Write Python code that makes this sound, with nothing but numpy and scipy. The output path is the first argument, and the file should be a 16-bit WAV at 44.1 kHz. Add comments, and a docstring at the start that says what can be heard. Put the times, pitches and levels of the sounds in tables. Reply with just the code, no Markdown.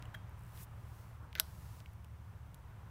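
"""A hand squeezes a bicycle brake lever outdoors and a finger presses its lock pin home.
Under it all lie a rumble, street wash, far tyres (coloured noise) and a distant engine (two sines).
First come small knocks and ticks (noise bursts) with cable pings (dying sines), then a sleeve's slips and swish.
A fingertip rubs and the pin scrapes (shaped noise), amid more ticks, until the lock snaps in with one
sharp click, a burst with rattle and ringing. A thin hiss lingers, and a few last ticks follow."""
import sys
import numpy as np
from scipy import signal
from scipy.fft import rfft, irfft
from scipy.io import wavfile

SR = 44100
rng = np.random.default_rng(int(sys.argv[2]) if len(sys.argv) > 2 else 0)


def dump_mix(stems):
    """Bounce the given channels to the path in sys.argv[1] as a 16-bit WAV at rate SR."""
    frames = np.atleast_2d(stems).T  # one column per channel
    limited = np.clip(frames, -1, 1)  # hard clip at full scale
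    pcm = np.round(limited * 32767).astype(np.int16)
    wavfile.write(sys.argv[1], SR, pcm)


N = 127890
T = np.arange(N) / SR


def amp(db):
    """Decibels to gain."""
    return 10 ** (np.asarray(db) / 20)


def unit(x):
    """Scales to rms 1."""
    return x / np.sqrt(np.mean(x ** 2) + 1e-20)


def add(mix, start_s, sound):
    """Mixes a sound in at a time, cutting whatever runs past the end."""
    part = mix[max(round(start_s * SR), 0):][:len(sound)]
    part += sound[:len(part)]


def read(colour, hz):
    """Reads a colour in dB at any frequency, on a log-frequency axis."""
    point_hz, point_db = np.transpose(colour)
    return np.interp(np.log(hz + 1), np.log(point_hz), point_db)


def level(points):
    """Gain over time, drawn through (time_s, level_db) points."""
    return amp(np.interp(T, *np.transpose(points)))


def stroke(points):
    """Gain over time of a passing gesture: silent before its first point and after its last."""
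    return level(points) * (T > points[0][0]) * (T < points[-1][0])


def tint(x, colour):
    """Filters a sound by a colour."""
    hz = np.fft.rfftfreq(len(x), 1 / SR)
    return irfft(rfft(x) * amp(read(colour, hz)), len(x))


def noise(colour):
    """Steady coloured noise of rms 1."""
    return unit(tint(rng.standard_normal(N), colour))


def wander(rate_hz):
    """Smooth random drift of rms 1, fading out above a rate."""
    hz = np.fft.rfftfreq(N, 1 / SR)
    spectrum = rfft(rng.standard_normal(N)) * np.exp(-(hz / rate_hz) ** 2)
    return unit(irfft(spectrum, N))


def lowpass(x, edge_hz):
    """Steep band limit."""
    taps = signal.firwin(255, edge_hz, window=("kaiser", 8), fs=SR)
    return signal.oaconvolve(x, taps, "same")


def burst(colour_db, rise_s, decay_s, size=4096):
    """A contact: a brief flurry of micro-impacts with a causal colour; level is rms over 100 samples."""
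    t = np.arange(size) / SR
    envelope = np.minimum(t / rise_s, 1) * np.exp(-np.maximum(t - rise_s, 0) / decay_s)
    flurry = rng.standard_normal(size) * envelope
    # flatten the flurry's spectrum while keeping it short
    for _ in range(3):
        spectrum = rfft(flurry)
        flurry = irfft(spectrum / (abs(spectrum) + 1e-12)) * envelope ** .2
    # minimum phase: the colour rings only after each impact
    log_gain = np.log(amp(colour_db(abs(np.fft.fftfreq(size, 1 / SR)))))
    causal_filter = np.exp(np.conj(signal.hilbert(log_gain)))
    out = np.fft.ifft(np.fft.fft(flurry) * causal_filter).real
    return 10 * out / np.linalg.norm(out)


def ring(modes):
    """Dying sines at random phases, each falling 60 dB in its t60."""
    t = T[:SR // 2]
    out = np.zeros(len(t))
    for pitch_hz, level_db, t60_s in modes:
        decay = np.exp(-np.log(1000) * t / t60_s)
        out += amp(level_db) * decay * np.sin(2 * np.pi * (pitch_hz * t + rng.random()))
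    return out


# low traffic rumble: [time_s, level_db]; its colour: [pitch_hz, relative_db]
RUMBLE_LEVEL = [(0, -52), (1.2, -55.5), (1.6, -53), (2.9, -53.5)]
RUMBLE_COLOUR = [(22, -45), (32, -19.5), (50, -1), (65, 4), (85, -2.5), (102, 5), (135, -3), (175, -6),
                 (220, -21), (400, -44.5)]


def rumble():
    """Traffic rumble: low coloured noise under a slow level curve."""
    return level(RUMBLE_LEVEL) * noise(RUMBLE_COLOUR)


# faint street wash: [time_s, level_db]; its colour: [pitch_hz, relative_db]
STREET_LEVEL = [(0, -56.5), (.25, -60.5), (.8, -60), (1.2, -62), (1.7, -61.5), (2.05, -64.5), (2.4, -63),
                (2.9, -61)]
STREET_COLOUR = [(100, 10.5), (250, 0.5), (430, -2), (700, -1), (1000, 2.5), (1500, -4.5), (2200, -12.5),
                 (3200, -16.5), (5000, -31), (9000, -29), (16000, -54)]


def street():
    """Street wash: coloured noise whose level flutters by a fraction of a decibel."""
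    flutter = amp(0.63 * wander(46))
    return level(STREET_LEVEL) * noise(STREET_COLOUR) * flutter


# tyre hiss of traffic moving away: [time_s, level_db]; its colour: [pitch_hz, relative_db]
TYRE_LEVEL = [(0, -68.5), (.3, -71.5), (1, -75), (2, -75.5), (2.9, -74)]
TYRE_COLOUR = [(600, -13.5), (1400, 1), (2000, -2.5), (3200, -11), (5000, -20), (10000, -32.5)]


def tyres():
    """Far tyres: coloured noise that sinks as the traffic moves away."""
    return level(TYRE_LEVEL) * noise(TYRE_COLOUR)


# fine steady hiss: [pitch_hz, relative_db]
AIR_COLOUR = [(1000, 21.5), (4000, 0.5), (6200, 11.5), (7500, -32), (9000, 9.5), (10500, -21.5), (13000, 8),
              (16000, 6.5)]
AIR_DB = -77


def air():
    """Fine hiss: coloured noise at a constant level."""
    return amp(AIR_DB) * noise(AIR_COLOUR)


# distant engine, orders sounding at 2 and 3 times base_hz:
# [time_s, base_hz, second_order_db, third_order_db]
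ENGINE_ORDERS = [(0, 38.54, -60, -56), (.75, 38.63, -59, -53.5), (1.2, 37.57, -55, -58.5),
                 (1.6, 37.4, -57.5, -59), (2.1, 37.76, -57, -59.5), (2.9, 36.8, -62.5, -62.5)]
ENGINE_WAVER = 0.013  # rms pitch drift, as a fraction of the pitch


def engine():
    """Two low orders locked to one turning rate, wavering and slowly sagging in pitch."""
    time_s, base_hz, second_db, third_db = np.transpose(ENGINE_ORDERS)
    rate_hz = np.interp(T, time_s, base_hz) * (1 + ENGINE_WAVER * wander(4.5))
    turns = np.cumsum(rate_hz) / SR
    out = np.zeros(N)
    for order, order_db in [(2, second_db), (3, third_db)]:
        tone = np.sin(2 * np.pi * (order * turns + rng.random()))
        out += np.sqrt(2) * amp(np.interp(T, time_s, order_db)) * tone
    return out


# knocks and ticks of lever, pin and cable:
# [start_s, level_db, centre_hz, width_octaves, treble_db, decay_s]
TICKS = [(0.0246, -52.5, 2830, 0.66, -13, .0006), (0.0548, -60, 2870, 0.14, -17, 0.00057),
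         (0.142, -43.5, 1680, .2, -33, 0.0056), (0.1475, -47, 1470, 0.47, -21, 0.007),
         (0.294, -65.5, 12500, 0.48, -15, .002), (0.5748, -58.5, 3400, 0.38, -31, .0006),
         (1.3287, -52.5, 2504, 0.52, -19, .001), (1.3528, -39, 2700, 0.56, -28, .0005),
         (1.3528, -50.5, 14300, .25, -23, .0007), (1.3568, -53, 1800, 0.32, -37, 0.0027),
         (1.3630, -58, 2593, .9, -32, .001), (1.3752, -57, 3000, 0.82, -30, .001),
         (1.3838, -54, 2800, 0.94, -25, .001), (1.8030, -58.5, 630, 0.14, -38, .003),
         (1.8028, -58, 3270, .7, -17, .0012), (1.8594, -54.5, 2650, 0.26, -23, 0.002),
         (1.9330, -67, 12500, .35, -22, .002), (2.0451, -58.5, 2812, 0.16, -7, .0015),
         (2.5441, -55, 10010, .6, -14, 0.003), (2.5442, -63.5, 3300, 0.37, -25, 0.0016)]
# cable pings as the strain on it changes: [start_s, pitch_hz, level_db, t60_s]
PINGS = [(.025, 2800, -53, 0.019), (.0545, 2940, -59, .025), (.0545, 7470, -60, 0.017),
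         (.1465, 3250, -44, 0.032), (0.16, 3230, -60.5, 0.14), (.146, 14200, -59, .03),
         (1.8595, 2230, -57.5, .04)]
# what lever and handlebar ring with, levels as at the main snap: [pitch_hz, level_db, t60_s]
LEVER_MODES = [(635, -45, 0.061), (1210, -60.5, 0.06), (1518, -37.5, 0.036), (2030, -56, 0.059),
               (3880, -47, 0.053), (5310, -54, 0.031), (5870, -47, 0.056), (6440, -51, 0.039),
               (9324, -47, 0.059), (11160, -56.5, .035), (11700, -61, 0.045), (13900, -55, 0.03)]
TICK_RISE_S, TICK_RING_DB, TICK_RING_HZ = 0.00033, 7, 2500


def ticks():
    """Light contacts, each a broad resonance with a bright edge, and the ping of the cable."""
    out = np.zeros(N)
    # a light contact excites the modes less the higher they lie
    soft_modes = []
    for pitch_hz, level_db, t60_s in LEVER_MODES:
        softening_db = 10 * np.log10(1 + (pitch_hz / TICK_RING_HZ) ** 2)
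        soft_modes.append((pitch_hz, level_db - softening_db, t60_s))
    for start_s, level_db, centre_hz, width_octaves, treble_db, decay_s in TICKS:
        def colour(hz):
            octaves = np.log2((hz + 1) / centre_hz)
            resonance = np.exp(-.5 * (octaves / width_octaves) ** 2)
            edge = amp(treble_db) * hz / (hz + centre_hz)
            return 20 * np.log10(resonance + edge + 1e-4)
        add(out, start_s, amp(level_db) * burst(colour, TICK_RISE_S, decay_s))
        ring_db = level_db - SNAPS[0][1] + TICK_RING_DB
        add(out, start_s, amp(ring_db) * ring(soft_modes))
    for start_s, *mode in PINGS:
        add(out, start_s, ring([mode]))
    return out


# sleeve brushing past as the arm reaches in: [time_s, level_db]; its colour: [pitch_hz, relative_db]
SLEEVE_LEVEL = [(.25, -88), (.42, -76), (.52, -69.5), (.57, -59.5), (.61, -57), (.635, -60), (.657, -79),
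                (.8, -73.5), (.99, -66.5), (1.17, -75.5), (1.3, -100)]
SLEEVE_COLOUR = [(500, -16), (2000, 0.5), (3500, -1.5), (5500, -2), (8500, -2), (10500, -2), (13500, -1),
                 (16000, 1.5)]
# extra treble as the sleeve speeds up: [time_s, level_db]; its colour: [pitch_hz, relative_db]
SWISH_LEVEL = [(.53, -74), (.6, -62), (.632, -53), (.645, -60), (.654, -78)]
SWISH_COLOUR = [(3000, -25), (6000, -8), (8500, -1), (10500, -3), (13500, 2), (16000, 0.5)]
# colour of fabric catching in quick little slips: [pitch_hz, relative_db]
SLIP_COLOUR = [(2000, -26), (6000, -10), (8500, 2), (12000, -1), (16000, -1)]
SLIP_SPAN_S, SLIPS_PER_S, SLIP_DB, SLIP_DECAY_S = (0.38, .53), 71, -67, 0.0014


def sleeve():
    """Cloth brushes past, catching in small slips before it slides freely in a swish."""
    brush = stroke(SLEEVE_LEVEL) * noise(SLEEVE_COLOUR)
    swish = stroke(SWISH_LEVEL) * noise(SWISH_COLOUR)
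    out = (brush + swish) * amp(.6 * wander(150))
    for start_s in np.arange(*SLIP_SPAN_S, 1 / SLIPS_PER_S):
        late, strength_db = rng.standard_normal(2)
        slip = burst(lambda hz: read(SLIP_COLOUR, hz), TICK_RISE_S, SLIP_DECAY_S)
        add(out, start_s + 0.0016 * late, amp(SLIP_DB + strength_db) * slip)
    return out


# soft rub of the fingertip landing: [time_s, level_db]; its colour: [pitch_hz, relative_db]
RUB_LEVEL = [(1.205, -77), (1.23, -59.5), (1.255, -63), (1.285, -74)]
RUB_COLOUR = [(400, -1), (800, -0.5), (1400, 5), (2200, -27), (6000, -26)]


def rub():
    """The fingertip lands: a short swell of dull noise."""
    return stroke(RUB_LEVEL) * noise(RUB_COLOUR)


# pin scraping towards its catch: [time_s, level_db]; its colour: [pitch_hz, relative_db]
SCRAPE_LEVEL = [(1.353, -60), (1.356, -48), (1.362, -46.5), (1.371, -58), (1.379, -53), (1.385, -47.5),
                (1.397, -49), (1.402, -68)]
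SCRAPE_COLOUR = [(300, -13), (1150, -17), (1380, -6.5), (1520, 5.5), (1620, -4.5), (1730, -1), (1880, -8.5),
                 (2050, -1), (2250, -10.5), (2700, -14.5), (4000, -14.5), (5400, -25), (6300, -18.5),
                 (7600, -34.5), (15000, -25.5)]
SCRAPE_GRAIN_DB = 2  # most the grain can lift or dip the noise before colouring


def scrape():
    """The pin grates along the lever: noise roughened by a fast drift, then coloured."""
    grain = amp(SCRAPE_GRAIN_DB * np.tanh(wander(408)))
    grains = rng.standard_normal(N) * grain
    return stroke(SCRAPE_LEVEL) * unit(tint(grains, SCRAPE_COLOUR))


# the lock snapping in and its rebound: [start_s, level_db]
SNAPS = [(1.3981, -21.5), (1.4037, -44)]
# colour of the snap: [pitch_hz, relative_db]
SNAP_COLOUR = [(200, -32.5), (450, -37), (620, -30), (850, -23), (1100, -11), (1550, -8.5), (2300, -7.5),
               (2800, 4.5), (4100, 3.5), (5200, 4), (6600, -6.5), (7400, -2), (8100, 4.5), (8900, 4.5),
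               (9700, -17), (10900, 5), (11900, -0.5), (14200, 6.5), (15600, -14), (16800, -28)]
# colour of the dense, fast-dying rattle of the small parts: [pitch_hz, relative_db]
RATTLE_COLOUR = [(300, -13.5), (1400, 8), (2600, -5), (5200, 6), (7000, -2), (8500, -2), (9800, -3),
                 (11500, 3.5), (14000, 4), (15700, -11), (16500, -28)]
SNAP_RISE_S, SNAP_DECAY_S, RATTLE_DECAY_S, RATTLE_DB = 0.00047, .0006, 0.0049, -31


def lock():
    """The pin snaps into its catch, rebounds once and sets the lever rattling and ringing."""
    main_start_s, main_db = SNAPS[0]
    age = np.maximum(T - main_start_s, 0)
    rattle_envelope = np.minimum(age / SNAP_RISE_S, 1) * np.exp(-age / RATTLE_DECAY_S)
    out = amp(RATTLE_DB) * noise(RATTLE_COLOUR) * rattle_envelope
    for start_s, level_db in SNAPS:
        snap = burst(lambda hz: read(SNAP_COLOUR, hz), SNAP_RISE_S, SNAP_DECAY_S)
        add(out, start_s, amp(level_db) * snap)
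        add(out, start_s, amp(level_db - main_db) * ring(LEVER_MODES))
    return out


# thin hiss that lingers after the click: [time_s, level_db]; its colour: [pitch_hz, relative_db]
HISS_LEVEL = [(1.395, -100), (1.41, -67), (1.5, -66), (1.8, -65.5), (1.82, -74), (1.95, -80)]
HISS_COLOUR = [(500, -0.21), (3000, 0.063), (6000, 0.058), (10000, -1), (13500, 0), (16000, 0.55)]


def hiss():
    """A thin hiss: bright noise that comes up with the click and lingers after it."""
    return stroke(HISS_LEVEL) * noise(HISS_COLOUR)


# colour of the reflections off paving and walls: [pitch_hz, relative_db]
ECHO_COLOUR = [(300, 21), (1500, 6), (2800, -3), (5200, 3), (8000, -5), (12000, 1), (16000, -16)]
ECHO_DB, ECHO_T60_S, ECHO_DELAY_S = -21.5, 0.3, 0.0086


def echoes(x):
    """A faint, short outdoor tail: convolution with dying coloured noise after a small delay."""
    t = T[:SR // 2]
    decay = np.exp(-np.log(1000) * t / ECHO_T60_S)
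    tail = tint(rng.standard_normal(len(t)), ECHO_COLOUR) * decay * (t > ECHO_DELAY_S)
    return amp(ECHO_DB) * signal.fftconvolve(x, tail / np.linalg.norm(tail))[:N]


SOFT_EDGE_HZ, EDGE_HZ = 15750, 16500  # top of all but the direct snap, top of the whole mix


def scene():
    """The lever close by, the street behind; the direct snap alone skips the softer band limit."""
    background = rumble() + street() + tyres() + air() + engine()
    handling = ticks() + rub() + scrape()
    snap = lock()
    soft = background + handling + sleeve() + hiss() + echoes(snap + handling)
    return (snap + lowpass(soft, SOFT_EDGE_HZ))[None]


def record(dry):
    """Limits the top of the band."""
    return lowpass(dry[0], EDGE_HZ)[None]


dry = scene()
out = record(dry)
dump_mix(out)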